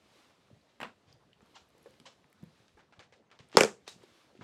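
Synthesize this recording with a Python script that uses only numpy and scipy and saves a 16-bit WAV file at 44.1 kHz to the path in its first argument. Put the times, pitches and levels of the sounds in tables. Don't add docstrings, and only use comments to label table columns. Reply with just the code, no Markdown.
import sys
import numpy as np
from scipy import signal
from scipy.fft import rfft, irfft, next_fast_len
from scipy.io import wavfile
from scipy.ndimage import uniform_filter1d

SR = 44100
rng = np.random.default_rng(int(sys.argv[2]) if len(sys.argv) > 2 else 0)


def invert_db(x):
    u = np.asarray(x, float) / 20
    return 10 ** u


def master_out(mix):
    frames = np.transpose(np.atleast_2d(mix))
    ceiling = np.clip(frames, -1, 1)
    pcm = np.round(ceiling * 32767).astype(np.int16)
    wavfile.write(sys.argv[1], SR, pcm)


N = 195627

# (time [s], arm movement [dB], hand weight [dB])
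SLEEVE = [(0.0, -72, -75.5), (.2, -64.5, -78), (.36, -72, -76), (.76, -75, -78), (1.17, -76, -72.5),
          (1.38, -76.5, -73.5), (1.51, -70, -73), (1.68, -74, -77), (1.9, -69, -70), (2.26, -75.5, -77),
          (2.6, -69.5, -78.5), (2.85, -78.5, -75.5), (3.3, -86.5, -78), (3.5, -74, -71.5),
          (3.78, -75.5, -72), (4.04, -67.5, -69.5), (4.2, -65.5, -79.5), (4.44, -78, -71)]
# (frequency [Hz], density [dB/Hz])
CLOTH = [(180, -28), (300, -5.5), (392, -4), (787, -9), (842, -8), (1140, -6), (1410, -8.5), (3830, -7.5),
         (8500, -19), (16000, -29.5)]
# (frequency [Hz], density [dB/Hz])
RUMBLE = [(15, -47.5), (25, -8.5), (55, 3), (192, 5), (263, 3), (389, -2), (472, 1.5), (900, -12),
          (1170, -36.5), (1980, -120)]
# (frequency [Hz], density [dB/Hz])
HUSH = [(120, -34), (200, -1.5), (583, -1.5), (639, -0.5), (1340, -7), (3760, -18), (6780, -22.5),
        (14400, -39.5), (16400, -42)]
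# (time [s], peak [dB], centre [Hz], room [dB])
TICKS = [(0.298, -63, 940, 11), (1.407, -51, 1100, -1), (3.025, -49.5, 1200, -6), (2.243, -54, 1190, -6),
         (2.437, -55.5, 716, -6), (2.793, -51, 1500, 5.5), (4.021, -54, 930, -1), (4.411, -44.5, 700, 7.5)]
# (time [s], peak [dB])
CATCH = [(0.8023, -34), (.8055, -41), (0.813, -31.5), (.8165, -32), (0.8302, -26), (0.8351, -34.5),
         (0.8394, -35.5), (0.8458, -33), (.853, -36.5), (.863, -46), (.872, -46)]
# (time [s], peak [dB], centre [Hz], room [dB])
LOCK = [(2.681, -52, 2660, -4), (2.924, -56, 1100, 11.5), (2.993, -46, 2130, 7.5), (3.124, -54, 2600, 12),
        (3.303, -57, 1270, 0.5), (3.314, -47.5, 1494, 4), (3.39, -45, 2480, 5), (3.497, -57.5, 1230, 1),
        (3.517, -50.5, 3010, 3), (3.528, -42.5, 1193, -0.5), (3.878, -30, 3820, -8),
        (3.8785, -38, 10000, 5.5), (4.034, -52, 2020, -17), (4.353, -57, 2500, 1), (4.375, -53, 3000, -2.5)]
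# (time [s], peak [dB], pitch [Hz])
THUMPS = [(0.502, -57, 549), (0.51, -52.5, 232), (0.526, -52.5, 132), (0.701, -66, 385), (0.817, -44, 227),
          (0.83, -53, 220), (1.072, -61, 117), (1.1, -59.5, 104), (1.138, -58.5, 120), (1.406, -58.5, 440),
          (1.426, -53.5, 213), (1.609, -66, 75), (1.749, -58, 443), (1.858, -44, 470), (1.999, -54, 230),
          (2.246, -62.5, 138), (2.428, -40, 178), (2.598, -64.5, 121), (2.738, -62, 51.7),
          (2.981, -54.5, 119), (3.0, -50, 510), (3.123, -53, 500), (3.395, -54, 450.7), (3.399, -52.5, 127),
          (3.877, -46.5, 417), (3.959, -57, 187.5), (4.035, -49, 382), (4.35, -51, 357.3),
          (4.389, -49.5, 242), (4.407, -44, 159)]
# (time [s], peak [dB], pitch [Hz])
STRAIN = [
    (3.544, -42, 350),
    (3.5505, -29, 350),
]
# (time [s], peak [dB], centre
# [Hz], width share [1])
SPITS = [(.613, -64, 4180, .5), (1.8601, -57, 1720, .15), (0.803, -49, 11000, 0.95),
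         (0.815, -46, 12000, .9), (0.829, -43.5, 9100, 1.2), (1.102, -64, 5200, 0.21),
         (1.127, -50, 4860, 0.3), (1.134, -60, 13500, .3), (1.3307, -51, 2740, 0.48),
         (1.42, -62, 7400, .15), (1.689, -61, 14000, .5), (1.781, -54, 12000, 2.5),
         (1.829, -56, 11100, 0.16), (1.842, -59, 9000, .8), (1.893, -64, 13000, 1.1),
         (1.907, -57, 7000, 1.5), (1.94, -55, 1700, 1.5), (.831, -35, 2660, 0.16), (2, -45, 2290, 2.2),
         (2.3, -65, 11900, 0.32), (2.328, -54.5, 1930, 0.56), (2.328, -50.5, 12000, 1.7),
         (2.426, -58, 6460, 0.66), (2.438, -56, 11600, .5), (2.786, -66, 6000, 1.3),
         (3.487, -55.5, 9450, .25), (3.497, -56, 3200, 0.5), (3.557, -43, 3600, .6),
         (4.424, -64, 10000, 0.64), (4.034, -53, 7980, 1.2)]
# (time [s], length [s], hiss [dB], fade share [1])
RUBS = [(0.68, 0.038, -74, 0.21), (1.065, 0.05, -69.5, 0.24), (1.552, 0.027, -56, 0.15),
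        (2.059, 0.015, -53, 0.26), (2.781, 0.022, -71.5, 0.28), (3.528, 0.018, -49, 1.5),
        (3.863, 0.013, -53.5, 0.76), (4.011, 0.016, -66, 0.72), (4.39, 0.029, -59.5, 1.5)]
# (frequency [Hz], density [dB/Hz])
RUB = [(290, -38), (500, -1.5), (962, -0.5), (1990, -6), (3230, -1), (5090, -7.5), (6960, -11),
       (15000, -51.5)]
# (time [s], length [s], level [dB], start [Hz], end [Hz])
SQUEAKS = [
    (1.541, .036, -59, 1160, 640),
    (2.0538, .011, -53, 870, 1170),
    (2.063, .008, -63, 800, 1000),
]
# (time [s], level [dB], frequency
# [Hz], t60 [s])
RINGS = [(1.861, -48.5, 510, .08), (2.772, -58, 845, .1), (2.772, -63, 1690, 0.11),
         (2.428, -53, 504, 0.058), (2.77, -61, 410, .15), (.832, -51, 214, 0.17), (2.4, -60.5, 210, 0.13),
         (2.995, -62.5, 206, 0.15), (3.8777, -51, 3830, .16), (.803, -62.5, 7550, 0.21),
         (.831, -69, 8100, 0.1)]
# (time [s], peak [dB], knock on the lid [dB], room [dB], landing spot [Hz])
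FLAP = [
    (3.5704, 2.5, -10, -5, 4607),
    (3.6078, -4, -7.5, -7.5, 2900),
    (3.6206, -25, 1, -16.5, 2500),
    (3.6346, -10.5, -6.5, -17.5, 5200),
    (3.6476, -20, -2.5, -15, 4800),
]
# (frequency [Hz], width [Hz], level [dB])
STEEL = [(964, 170, 2), (1450, 65, 4.5), (2360, 90, 4), (3270, 190, 0.5), (5120, 180, 0.5),
         (5700, 110, -9.5), (6550, 190, -2), (7630, 80, -4), (8900, 170, -18.5), (9300, 140, -15.5),
         (9050, 360, -20)]
# (frequency [Hz], width [Hz], level [dB])
LID = [(198, 52, -8.5), (411, 153, 5), (494.3, 162, 7.5)]
# (frequency [Hz], t60 [s])
SHOP = [(150, 0.31), (400, 0.22), (2000, 0.18), (8000, 0.24), (14000, 0.18)]
# (frequency [Hz], level [dB])
SHELVES = [(200, 1), (1000, 1), (4000, 1), (7500, 2), (10000, -3), (14000, 1)]
# (frequency [Hz], level [dB])
MIC = [(20, -14), (45, -4), (90, 3.5), (9000, -2), (12000, -4.5), (15000, -9), (16300, -9.5),
       (16700, -59.5)]

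HUSH_DB = -74.5
FIZZ_DB, FIZZ_GROWS = -91.5, 1.3
FUMBLE_FROM_S, FUMBLE_TO_S, FUMBLE_DB = 1.35, 2.3, 5.5
CATCH_HZ, CATCH_ROOM_DB = 1100, -7.5
SKIN_TOP_HZ, LOCK_TOP_HZ, CATCH_TOP_HZ = 3600, 7000, 3500
SKIN_S, LOCK_S, CATCH_S, SPIT_S = 0.0013, 0.0022, 0.0032, 0.0015
THUMP_T60_S, LOWER_LASTS, THUMP_ROOM_DB = 0.034, 0.28, -8.5
BITE = 0.075
SPOT_DB, SPOT_WIDTH = 3, 0.31
GAP_HZ, GAP_WIDTH_HZ, GAP_DEPTH = 3950, 600, 0.85
BLUNT_HZ = 11500
WALLS_S, SLAP_S = 0.036, 0.0145


def unit(x):
    return x / np.sqrt(np.mean(x ** 2) + 1e-20)


def peak(x):
    return x / np.abs(x).max()


def along(points, hz):
    f, v = np.transpose(points)
    return np.interp(np.log(hz + 1), np.log(f + 1), v)


def filtered(x, response):
    m = next_fast_len(len(x) + 4096)
    spectrum = rfft(x, m) * response(np.fft.rfftfreq(m, 1 / SR))
    return irfft(spectrum, m)[:len(x)]


def resonances(modes):
    def response(f):
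        total = 0
        for k, (hz, width, db) in enumerate(modes):
            damping = 1j * f * width
            total = total + (-1) ** k * invert_db(db) * damping / (hz * hz - f * f + damping)
        return total
    return response


def rush(spectrum, patchy_db):
    z = signal.stft(rng.standard_normal(N), nperseg=512)[2]
    field = uniform_filter1d(rng.standard_normal(z.shape), 6, 0)
    field = uniform_filter1d(field, 8, 1)
    noise = signal.istft(z * invert_db(patchy_db * unit(field)), nperseg=512)[1][:N]
    return unit(filtered(noise, lambda hz: invert_db(along(spectrum, hz))))


def off_axis(sound, response):
    click = filtered(np.arange(len(sound)) == 0, response)
    return click * np.linalg.norm(sound) / np.linalg.norm(click)


def add(track, s, sound, room_db, spread=None):
    hz, t, z = signal.stft(rng.standard_normal(SR // 2), SR, nperseg=256)
    z = z * invert_db(along(SHELVES, hz)[:, None] - 60 * t / along(SHOP, hz)[:, None])
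    tail = signal.istft(z, SR, nperseg=256)[1]
    t = np.arange(len(tail)) / SR
    walls = 0.79 / (1 + np.exp((WALLS_S - t) / 0.00092))
    slap = 0.81 * np.exp(-((t - SLAP_S) / 0.0036) ** 2)
    tail = tail * (1 + walls + slap)
    source = sound if spread is None else spread
    wet = invert_db(room_db) * signal.fftconvolve(source, tail / np.linalg.norm(tail))
    wet[:len(sound)] += sound
    part = track[round(s * SR):][:len(wet)]
    part += wet[:len(part)]


def background():
    s, *columns = np.transpose(SLEEVE)
    t = np.arange(N) / SR
    cloth_db, rumble_db = [np.interp(t, s, c) for c in columns]
    searching = (t > FUMBLE_FROM_S) & (t < FUMBLE_TO_S)
    busy = uniform_filter1d(1.0 * searching, size=SR // 8)
    fizz_db = FIZZ_DB + FIZZ_GROWS * (cloth_db + 72) + FUMBLE_DB * busy

    snaps = rng.random(N) < 60 / SR
    crackle = snaps * invert_db(7.1 * rng.exponential(1, N).clip(0, 3)) * rng.standard_normal(N)
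    crackle = filtered(crackle, resonances([(4590, 2800, -0.44), (11500, 3500, -1.8)]))
    fibres = invert_db(2) * (0.3 + busy) * crackle
    cloth = invert_db(cloth_db) * (rush(CLOTH, patchy_db=0.8) + fibres)
    fizz_spectrum = [(5000, -41.0), (9000, -1.0), (12000, 2.5), (16000, -4.5)]
    fizz = invert_db(fizz_db) * rush(fizz_spectrum, patchy_db=2.5)
    rumble = invert_db(rumble_db) * rush(RUMBLE, patchy_db=2.0)
    hush = invert_db(HUSH_DB) * rush(HUSH, patchy_db=4.0)
    return cloth + fizz + rumble + hush


def ticks():
    track, t = np.zeros(N), np.arange(SR // 20) / SR
    catch = [(s, db, CATCH_HZ, CATCH_ROOM_DB) for s, db in CATCH]
    skin_kind = (TICKS, SKIN_TOP_HZ, SKIN_S)
    catch_kind = (catch, CATCH_TOP_HZ, CATCH_S)
    lock_kind = (LOCK, LOCK_TOP_HZ, LOCK_S)
    for rows, top_hz, life in (skin_kind, catch_kind, lock_kind):
        for s, db, hz, room_db in rows:
            body = resonances([(hz, 1.6 * hz, 0)])
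            part = lambda f: body(f) / (1 + 1j * f / top_hz) ** 2 / (1 + 1j * f / 9000) ** 2
            burst = rng.standard_normal(len(t)) * np.exp(-t / life)
            tick = invert_db(db) * peak(filtered(burst, part))
            add(track, s, tick, room_db, off_axis(tick, part))
    return track


def thumps():
    track, t = np.zeros(N), np.arange(SR // 3) / SR
    for s, db, hz in list(THUMPS) + list(STRAIN):
        t60 = THUMP_T60_S * (200 / hz) ** LOWER_LASTS
        push = np.exp(-((t * hz - 0.6) / 0.2) ** 2)
        modes = resonances([(hz, np.log(1000) / np.pi / t60, 0), (2.5 * hz, 0.6 * hz, -3)])
        add(track, s, invert_db(db) * peak(filtered(push, modes)), THUMP_ROOM_DB)
    return track


def spits():
    track, t = np.zeros(N), np.arange(SR // 20) / SR
    for s, db, hz, share in SPITS:
        ring = resonances([(hz, share * hz, 0)])
        burst = rng.standard_normal(len(t)) * np.exp(-t / SPIT_S)
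        spit = filtered(burst, lambda f: ring(f) ** 2)
        add(track, s, invert_db(db) * peak(spit), -11)
    return track


def rubs():
    track = np.zeros(N)
    for s, life, hiss_db, fade in RUBS:
        u = np.linspace(0, 1, int(2 * life * SR))
        hiss = unit(filtered(rng.standard_normal(len(u)), lambda hz: invert_db(along(RUB, hz))))
        stroke = peak(u ** 1.2 * np.exp(-u / fade))
        add(track, s, invert_db(hiss_db) * stroke * hiss, -4)
    return track


def rings():
    track, t = np.zeros(N), np.arange(SR // 4) / SR
    for s, db, hz, t60 in RINGS:
        hum = unit(filtered(rng.standard_normal(len(t)), resonances([(hz, 0.06 * hz, 0)])))
        add(track, s, invert_db(db - 60 * t / t60) * hum, -9)
    return track


def squeaks():
    track = np.zeros(N)
    for s, life, db, from_hz, to_hz in SQUEAKS:
        u = np.linspace(0, 1, int(life * SR))
        turns = np.cumsum(from_hz + (to_hz - from_hz) * u) / SR
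        squeak = np.zeros(len(u))
        for k in range(8):
            partial_db = -1.6 * k - 3.5 * (k == 1) + 1.2 * (k == 2)
            entry = np.minimum(1, u / (BITE * k + 0.01))
            squeak += invert_db(partial_db) * entry * np.sin(2 * np.pi * ((k + 1) * turns + rng.random()))
        stroke = np.sqrt(np.abs(np.sin(np.pi * u)))
        add(track, s, invert_db(db) * stroke * unit(squeak), -1.5)
    return track


def flap():
    track, t = np.zeros(N), np.arange(SR // 10) / SR
    blunt = lambda f: 1 / (1 + 1j * f / BLUNT_HZ * 2.18 - (f / BLUNT_HZ) ** 2) ** 2
    gap = lambda f: 1 - GAP_DEPTH * resonances([(GAP_HZ, GAP_WIDTH_HZ, 0)])(f)
    plate = resonances([(7000, 5000, 0)])
    around = resonances([(1250, 1500, 1), (3100, 2600, -2), (7200, 6500, -4)])
    for s, db, knock_db, room_db, spot_hz in FLAP:
        chatter = rng.standard_normal(len(t)) * invert_db(-60 * t / 0.0062)
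        chatter[4] += 3.5
        steel = resonances([(hz, 1.6 * w, level + rng.normal(0, 1.8)) for hz, w, level in STEEL])
        spot = resonances([(spot_hz, SPOT_WIDTH * spot_hz, SPOT_DB)])
        metal = lambda f: steel(f) + invert_db(-5.0) * plate(f) + spot(f)
        clang = peak(filtered(chatter, lambda f: metal(f) * blunt(f) * gap(f)))
        push = -np.exp(-((t - 0.0017) / 0.0004) ** 2)
        knock = invert_db(knock_db + 1) * peak(filtered(push, resonances(LID)))
        broad = off_axis(clang, lambda f: blunt(f) * around(f))
        spread = invert_db(db) * (broad + invert_db(-2.5) * knock)
        add(track, s, invert_db(db) * (clang + knock), room_db, spread)
    return track


def scene():
    handling = background() + ticks() + thumps() + spits() + rubs()
    return (handling + rings() + squeaks() + flap())[None]


def band_limit(x):
    return signal.sosfilt(signal.butter(12, 16590, fs=SR, output="sos"), x)


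def record(dry):
    soft = dry[0] / (1 + np.abs(dry[0] / 0.97) ** 6) ** (1 / 6)
    mix = filtered(soft, lambda hz: invert_db(along(MIC, hz)))[None]
    return band_limit(mix)


dry = scene()
out = record(dry)
master_out(out)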